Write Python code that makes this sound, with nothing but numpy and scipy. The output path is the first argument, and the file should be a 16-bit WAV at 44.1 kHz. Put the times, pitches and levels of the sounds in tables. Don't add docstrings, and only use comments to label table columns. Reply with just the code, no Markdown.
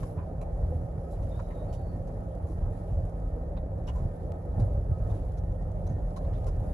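import sys
import numpy as np
from scipy import signal
from scipy.fft import rfft, irfft, next_fast_len
from scipy.io import wavfile
from scipy.ndimage import uniform_filter1d

SR = 44100
rng = np.random.default_rng(int(sys.argv[2]) if len(sys.argv) > 2 else 0)


def unload_audio(sound):
    columns = np.transpose(np.atleast_2d(sound))
    steps = np.round(np.clip(columns, -1, 1) * 32767)
    wavfile.write(sys.argv[1], SR, steps.astype(np.int16))


N = 296954

# frequency in Hz, left-right correlation.
COHERENCE = [(60, 0.46), (200, 1), (420, 0.85), (690, 0.49), (1130, 0.065), (3000, 0.06), (13000, 0.029)]
# frequency in Hz, relative density in dB.
HISS_SPECTRUM = [(1200, 11), (2500, 4.5), (4500, 0.5), (6500, 0), (14000, 8)]
# time in seconds, hiss level in dB.
HISS_LEVEL = [(0.0, -54), (0.16, -66), (0.35, -68.5), (0.75, -64), (0.92, -67.5), (1.3, -62), (1.95, -65.5),
              (2.5, -66.5), (2.8, -64), (3.25, -66.5), (3.7, -70.5), (3.95, -64), (4.45, -68), (4.65, -64),
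              (4.9, -67.5), (5.1, -62), (5.5, -68), (6.0, -65.5), (6.7, -62)]
# time in seconds, pitch in Hz, level in dB.
ENGINE_HUM = [(0.05, 161.4, -45), (1.0, 162.2, -46.5), (2.79, 168.5, -46.5), (3.22, 161.1, -45.5),
              (3.9, 166.7, -46.5), (4.33, 163.5, -45.5), (4.9, 167.9, -47.5), (6.4, 165.8, -44.5),
              (6.6, 161, -47.5)]
# frequency in Hz, relative density in dB.
ROAR_SPECTRUM = [(90, -25.5), (130, -25.5), (200, -11), (260, -7), (380, -12), (560, -4.5), (800, -13.5),
                 (1000, -25.5), (1400, -32), (1900, -39), (2500, -51), (3200, -80)]
# time in seconds, base roar level in dB.
ROAR_LEVEL = [(0.02, -45), (0.72, -44), (0.92, -44.5), (2.3, -44.5), (4.54, -44.5), (4.6, -41.5),
              (4.7, -46), (5.1, -44), (5.3, -45.5), (6.5, -43.5), (6.72, -43.5)]
# frequency in Hz, width in Hz, level in dB.
DUCT_MODES = [(190, 14, -55), (530, 50, -56), (780, 40, -63), (1265, 19, -70.5), (1820, 17, -77)]
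# time in seconds, pitch in Hz, level in dB.
BRAKE_NOTES = [
    [(1.288, 3760, -76), (1.325, 3620, -73), (1.378, 3700, -71), (1.42, 3860, -79), (1.57, 3780, -80),
     (1.615, 3750, -70), (1.66, 3830, -86), (1.84, 3760, -85)],
    [(1.685, 4350, -77), (1.74, 4560, -78), (1.83, 4530, -82), (1.885, 4430, -75), (1.92, 4450, -77),
     (1.965, 4350, -86)],
]
# start in seconds, gain in dB, left minus right in dB.
CLOSE_TICKS = [(2.352, -62, 3), (3.054, -61, -2), (3.095, -65, 0), (3.2, -64, 0), (5.32, -62, -6),
               (5.523, -61, -5), (5.625, -64, -2), (5.7173, -61, 9), (6.1066, -61, -9), (6.444, -57, -8)]
# start in seconds, click length in seconds, knock gain in dB,
# snap gain in dB, snap slope in dB per octave, ring frequency in Hz, ring gain as a factor.
TRIM_CLICKS = [(0.032, 0.0098, -6.5, -34.5, -2, 4600, 1.4), (0.05, 0.1, -30, -55, 18, 10700, 2.7),
               (0.176, 0.062, -2.5, -45, -20, 2360, 0.61), (0.413, 0.021, -15, -39, 6, 2370, 11),
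               (1.108, 0.05, -36, -37, 5, 7750, 0.84), (1.226, 0.019, -24, -41, -5, 6100, 2),
               (1.393, 0.015, -5, -37, -1, 1400, 2.1), (1.507, 0.023, -15, -42, -19, 1900, 3),
               (1.728, 0.032, -21, -29.5, 1.5, 3100, 1.4), (2.073, 0.019, -34, -40, -1, 6340, 2.2),
               (2.469, 0.087, -15, -39, 7, 6240, 1), (3.568, 0.02, -15, -36.5, -15, 3700, 3.4),
               (3.87, 0.023, -22, -35, 0, 5440, 7.8), (3.878, 0.025, -6, -29, -2, 2960, 9.8),
               (3.948, 0.065, -7.5, -39, 4.5, 7150, 2.6), (4.592, 0.031, -13, -34, 3, 3960, 1.2),
               (5.101, 0.032, -9, -40.5, 1, 3710, 3.6), (5.144, 0.035, -26, -39.5, 1.5, 10500, 2),
               (5.373, 0.024, -23, -39.5, 2, 5570, 4.6), (5.867, 0.014, -23, -38.5, 2, 6170, 5.1),
               (5.887, 0.047, -16, -39, -2, 6380, 3.3), (6.163, 0.022, -6, -30, 1.5, 4020, 3),
               (6.244, 0.013, -19, -46, -5, 4050, 3.75), (6.333, 0.056, -34, -33, -11, 3330, 1.26),
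               (6.464, 0.031, -8, -30, 2, 5190, 2)]
# frequency in Hz, gain in dB.
TRIM_BODY = [(600, -29), (1000, -2.5), (1400, -12.5), (2400, -26.5), (4000, -71)]
# frequency in Hz, gain as a factor.
TRIM_MODES = [(1020, 2.43), (1400, 0.57), (2980, 0.42), (3640, 1.2), (4000, 1.67), (4700, 0.63),
              (5900, 2.1), (7400, 1.5)]
# start in seconds, gain in dB, ring frequency in Hz, T60 in seconds.
STONE_KNOCKS = [(0.72, -30.5, 513, 0.12), (2.495, -36.5, 328, 0.15), (2.709, -39, 448, 0.11),
                (4.051, -25.5, 138, 0.1), (4.595, -19.5, 179, 0.054), (4.749, -35, 567, 0.11),
                (5.899, -23.5, 143.3, 0.15), (6.444, -34, 563, 0.052)]
# frequency in Hz, width in Hz, relative level in dB.
LOW_BOOM_MODES = [(40, 10, -2), (49, 12, 0), (63, 13, -1)]
HIGH_BOOM_MODES = [(80, 13, 1), (99, 14, 0), (116, 11, -11)]
# time in seconds, low boom in dB, high boom in dB.
COBBLE_LEVELS = [(0, -46.5, -40), (1.1, -37.5, -62.5), (1.7, -35.5, -34.5), (2.2, -36.5, -39.5),
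                 (3.1, -39.5, -43), (3.6, -32, -41), (4.35, -53, -39.5), (4.8, -33.5, -37.5),
                 (5.6, -31, -34), (6.15, -40.5, -41.5), (6.4, -31.5, -34), (6.73, -30.5, -51)]
# centre in seconds, half-length in seconds,
# low boom in dB, high boom in dB.
ROAD_BUMPS = [(0.01, 0.056, -27.5, -33.5), (0.176, 0.1, -62, -31.5), (0.471, 0.53, -35.5, -39),
              (0.62, 0.16, -28.5, -49), (0.741, 0.22, -41, -29.5), (0.959, 0.084, -34, -30.5),
              (1.224, 0.19, -33.5, -36), (1.383, 0.1, -37.5, -35.5), (2.441, 0.026, -55, -27.5),
              (2.636, 0.18, -28, -30), (2.978, 0.15, -28, -29), (3.276, 0.26, -32, -38.5),
              (3.762, 0.13, -50, -33.5), (3.947, 0.27, -29.5, -43), (4.033, 0.077, -39, -29),
              (4.282, 0.14, -35, -37.5), (4.51, 0.11, -30.5, -54), (4.615, 0.074, -28.5, -23),
              (4.736, 0.16, -26.5, -31.5), (4.915, 0.037, -45, -23), (5.06, 0.22, -31, -33.5),
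              (5.125, 0.064, -40, -28.5), (5.915, 0.18, -35, -33), (6.05, 0.11, -29.5, -48),
              (6.278, 0.14, -30.5, -35), (6.483, 0.04, -28, -27), (6.598, 0.13, -41, -29.5)]
# frequency in Hz, gain in dB.
MIC_RESPONSE = [(20, -19.5), (36, 0.5), (7000, 1), (8300, -5), (9100, -13), (9700, -0.5), (10500, -3),
                (12000, -10.5), (14000, -15.5)]
# frequency in Hz, left minus right in dB.
PORT_BALANCE = [(60, 0), (180, -3), (310, 0.5), (500, -1.5), (4000, -1.5), (7500, -2), (9000, 6),
                (10000, 13.5), (11500, 5), (13500, 1.5)]
# start in seconds, height in dB, left minus right in dB.
POP = (4.321, -39.5, 10.5)

PORT_LAG_S, BAND_LIMIT_HZ = .00014, 13550
STONES_PER_S, RATTLES_PER_S, CLICK_GRAINS_PER_S = 150, 25, 4000


def gain_of(db):
    return 10 ** (np.asarray(db) / 20)


def panned_gain(db, pan_db):
    return gain_of(db + np.array([[.5], [-.5]]) * pan_db)


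def unit_rms(x):
    return x / np.sqrt(np.mean(x ** 2) + 1e-20)


def level_out(x):
    slow_power = uniform_filter1d((x ** 2).mean(0), size=5000)
    return unit_rms(x / np.sqrt(slow_power + 0.021 * np.mean(x ** 2)))


def at_hz(table, hz):
    table_hz, value = np.transpose(table)
    return np.interp(np.log(hz + 1), np.log(table_hz + 1), value)


def curves(table):
    times_s, *columns = np.transpose(table)
    return [np.interp(np.arange(N) / SR, times_s, column) for column in columns]


def resonate(x, hz, *widths_hz):
    carrier = np.exp(2j * np.pi * np.cumsum(hz * np.ones(x.shape[-1])) / SR)
    for width_hz in widths_hz:
        pole = np.exp(-np.pi * width_hz / SR)
        x = 2 * (carrier * signal.lfilter([1 - pole], [1, -pole], x * carrier.conj())).real
    return x


def stereo(x, y, correlation):
    return np.array([x, correlation * x + np.sqrt(1 - correlation ** 2) * y])


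def centre_between_ports(x):
    return np.array([x[0], np.roll(x[1], round(PORT_LAG_S * SR))])


def cabin_noise(spectrum, patch_db, flicker_db, fft_size):
    hop, hz = fft_size // 4, np.fft.rfftfreq(fft_size, 1 / SR)
    re_x, im_x, re_y, im_y, jitter = rng.standard_normal((N // hop + 5, len(hz), 5)).T
    flicker = unit_rms(uniform_filter1d(jitter[0], size=3))
    patches = unit_rms(uniform_filter1d(uniform_filter1d(jitter, size=9, axis=0), size=9, axis=1))
    bins = stereo(re_x + 1j * im_x, re_y + 1j * im_y, at_hz(COHERENCE, hz)[:, None])
    bins *= gain_of(at_hz(spectrum, hz)[:, None] + patch_db * patches + flicker_db * flicker)
    return unit_rms(signal.istft(bins, nperseg=fft_size, noverlap=fft_size - hop)[1][:, :N])


def trim_hiss():
    level_db, = curves(HISS_LEVEL)
    return gain_of(level_db) * cabin_noise(HISS_SPECTRUM, patch_db=1.5, flicker_db=1.0, fft_size=512)


def trim_rattle():
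    chance, size, side = rng.random((3, N))
    taps = (chance < RATTLES_PER_S / SR) * gain_of(-4.0 * np.log(size + .06))
    taps = np.array([taps * side, taps * (1 - side)])
    t = np.arange(600) / SR
    grain = np.diff(rng.standard_normal((2, len(t) + 1))) * np.exp(-t / 0.0064)
    return gain_of(-74.0) * resonate(signal.oaconvolve(taps, grain, axes=1)[:, :N], 5000, 5000)


def brake_squeaks():
    out = np.zeros((2, N))
    for note in BRAKE_NOTES:
        start, end = round(note[0][0] * SR), round(note[-1][0] * SR)
        length = end - start
        hz, db = (curve[start:end] for curve in curves(note))
        waver, grip = (unit_rms(uniform_filter1d(x, size=500)) for x in rng.standard_normal((2, length)))
        tone = np.sqrt(2) * np.sin(2 * np.pi * np.cumsum(hz + 35 * waver) / SR) * gain_of(3.5 * grip)
        rasp = unit_rms(resonate(rng.standard_normal((2, length)), hz, 150, 300))
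        out[:, start:end] += gain_of(db) * (.6 * tone + .8 * rasp) * signal.windows.tukey(length, .03)
    return centre_between_ports(out)


def close_ticks():
    out, t = np.zeros((2, N + SR)), np.arange(300) / SR
    for start_s, db, pan_db in CLOSE_TICKS:
        snap = resonate(rng.standard_normal((2, len(t))), 6400, 7200) * np.exp(-t / 0.003)
        start = round(start_s * SR)
        out[:, start:start + len(t)] += panned_gain(db, pan_db) * snap
    return out[:, :N]


def pop():
    start_s, db, pan_db = POP
    t = np.arange(N) / SR - start_s
    return -panned_gain(db, pan_db) * (t >= 0) * np.exp(-abs(t) / 0.0024)


def engine_and_blower():
    hum_hz, hum_db = curves(ENGINE_HUM)
    hum = np.sqrt(2) * gain_of(hum_db) * np.sin(2 * np.pi * np.cumsum(hum_hz) / SR)
    air = cabin_noise([(50, 0), (2500, 0), (4000, -40)], patch_db=4, flicker_db=.3, fft_size=2048)
    drift = 1 + .012 * unit_rms(uniform_filter1d(rng.standard_normal(N), size=12000))
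    ducts = sum(gain_of(db) * unit_rms(resonate(air, hz * drift, width_hz, 3 * width_hz))
                for hz, width_hz, db in DUCT_MODES)
    roar_db, = curves(ROAR_LEVEL)
    _, shake_db = boom_levels_db()
    roar_db += 0.05 * (shake_db - shake_db.mean())
    roar = cabin_noise(ROAR_SPECTRUM + [(6000, -110)], patch_db=1.5, flicker_db=.8, fft_size=1024)
    return hum + gain_of(roar_db) * roar + gain_of(roar_db - roar_db.mean()) * ducts


def trim_clicks():
    out, t = np.zeros((2, N + SR)), np.arange(8192) / SR
    hz = np.fft.rfftfreq(len(t), 1 / SR)
    for start_s, click_s, knock_db, snap_db, db_per_octave, ring_hz, ring_gain in TRIM_CLICKS:
        noise, tail = rng.standard_normal((2, 2, len(t)))
        grains = rng.random(len(t)) < CLICK_GRAINS_PER_S / SR
        click = centre_between_ports(stereo(*noise, .5) * grains * np.exp(-(t / click_s) ** 3))
        tail *= gain_of(-26.0 - 60 * t / .05)
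        tail[:, 0] = 1
        burst = rfft(click) * rfft(tail)
        burst /= np.sqrt(np.mean(abs(burst) ** 2))
        octaves = np.log2(np.maximum(hz, 2400) / 4000)
        snap = gain_of(snap_db + db_per_octave * octaves) * np.minimum(hz / 2000, 1) ** 2
        knock = gain_of(knock_db + at_hz(TRIM_BODY, hz))
        ring = ring_gain / (1 + 1j * (hz - ring_hz) / 120)
        drives = rng.uniform(.3, 1.5, len(TRIM_MODES))
        modes = sum(drive * gain / (1 + 1j * (hz - mode_hz) / 60)
                    for drive, (mode_hz, gain) in zip(drives, TRIM_MODES))
        start = round(start_s * SR)
        out[:, start:start + len(t)] += irfft(burst * (snap + knock) * (1 + modes + ring)) * (t < .12)
    return out[:, :N]


def suspension_knocks():
    out, t = np.zeros(N + SR), np.arange(SR // 4) / SR
    attack = 1 - np.exp(-t / 0.0023)
    for start_s, db, hz, t60_s in STONE_KNOCKS:
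        swing = np.sin(2 * np.pi * hz * t) + 0.29 * np.sin(2 * np.pi * 1.4 * hz * t)
        start = round(start_s * SR)
        out[start:start + len(t)] += gain_of(db - 60 * t / t60_s) * attack * swing
    return out[:N]


def boom_levels_db():
    t, power = np.arange(N) / SR, gain_of(curves(COBBLE_LEVELS)) ** 2
    for centre_s, half_s, low_db, high_db in ROAD_BUMPS:
        near = abs(t - centre_s) < half_s
        swell = np.cos(np.pi / 2 * (t[near] - centre_s) / half_s) ** 4
        power[:, near] += gain_of([[low_db], [high_db]]) ** 2 * swell
    return 10 * np.log10(power)


def cobble_boom():
    chance, height, polarity = rng.random((N, 3)).T
    blows = (chance < STONES_PER_S / SR) * gain_of(-3.0 * np.log(height + 1e-3)) * np.sign(polarity - .5)
    blows = stereo(blows, np.roll(blows, SR), 0.99)
    low_db, high_db = boom_levels_db()
    out = np.zeros((2, N))
    for level_db, modes in ((low_db, LOW_BOOM_MODES), (high_db, HIGH_BOOM_MODES)):
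        rings = sum(gain_of(db) * unit_rms(resonate(blows, hz, width_hz, 1.35 * width_hz))
                    for hz, width_hz, db in modes)
        out += gain_of(level_db) * level_out(rings)
    floor_pan = level_out(resonate(resonate(blows, 310, 200), 300, 280))
    return out + gain_of(0.71 * high_db - 35.5) * floor_pan


def scene():
    return (cobble_boom() + suspension_knocks() + engine_and_blower() + trim_hiss()
            + trim_rattle() + trim_clicks() + close_ticks() + brake_squeaks())


def record(dry):
    padded = np.pad(dry, [(0, 0), (0, 2048)], "reflect", reflect_type="odd")
    size = next_fast_len(N + 8192)
    hz = np.fft.rfftfreq(size, 1 / SR)
    left_port = gain_of(.5 * at_hz(PORT_BALANCE, hz)) * np.exp(-1j * np.pi * hz * PORT_LAG_S)
    response = gain_of(at_hz(MIC_RESPONSE, hz)) * np.array([left_port, 1 / left_port])
    picked_up = irfft(rfft(padded, size) * response, size)
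    picked_up[:, :N] += pop()
    lowpass = signal.firwin(511, BAND_LIMIT_HZ, window=("kaiser", 9), fs=SR)
    return signal.oaconvolve(picked_up, lowpass[None], "same")[:, :N]


dry = scene()
out = record(dry)
unload_audio(out)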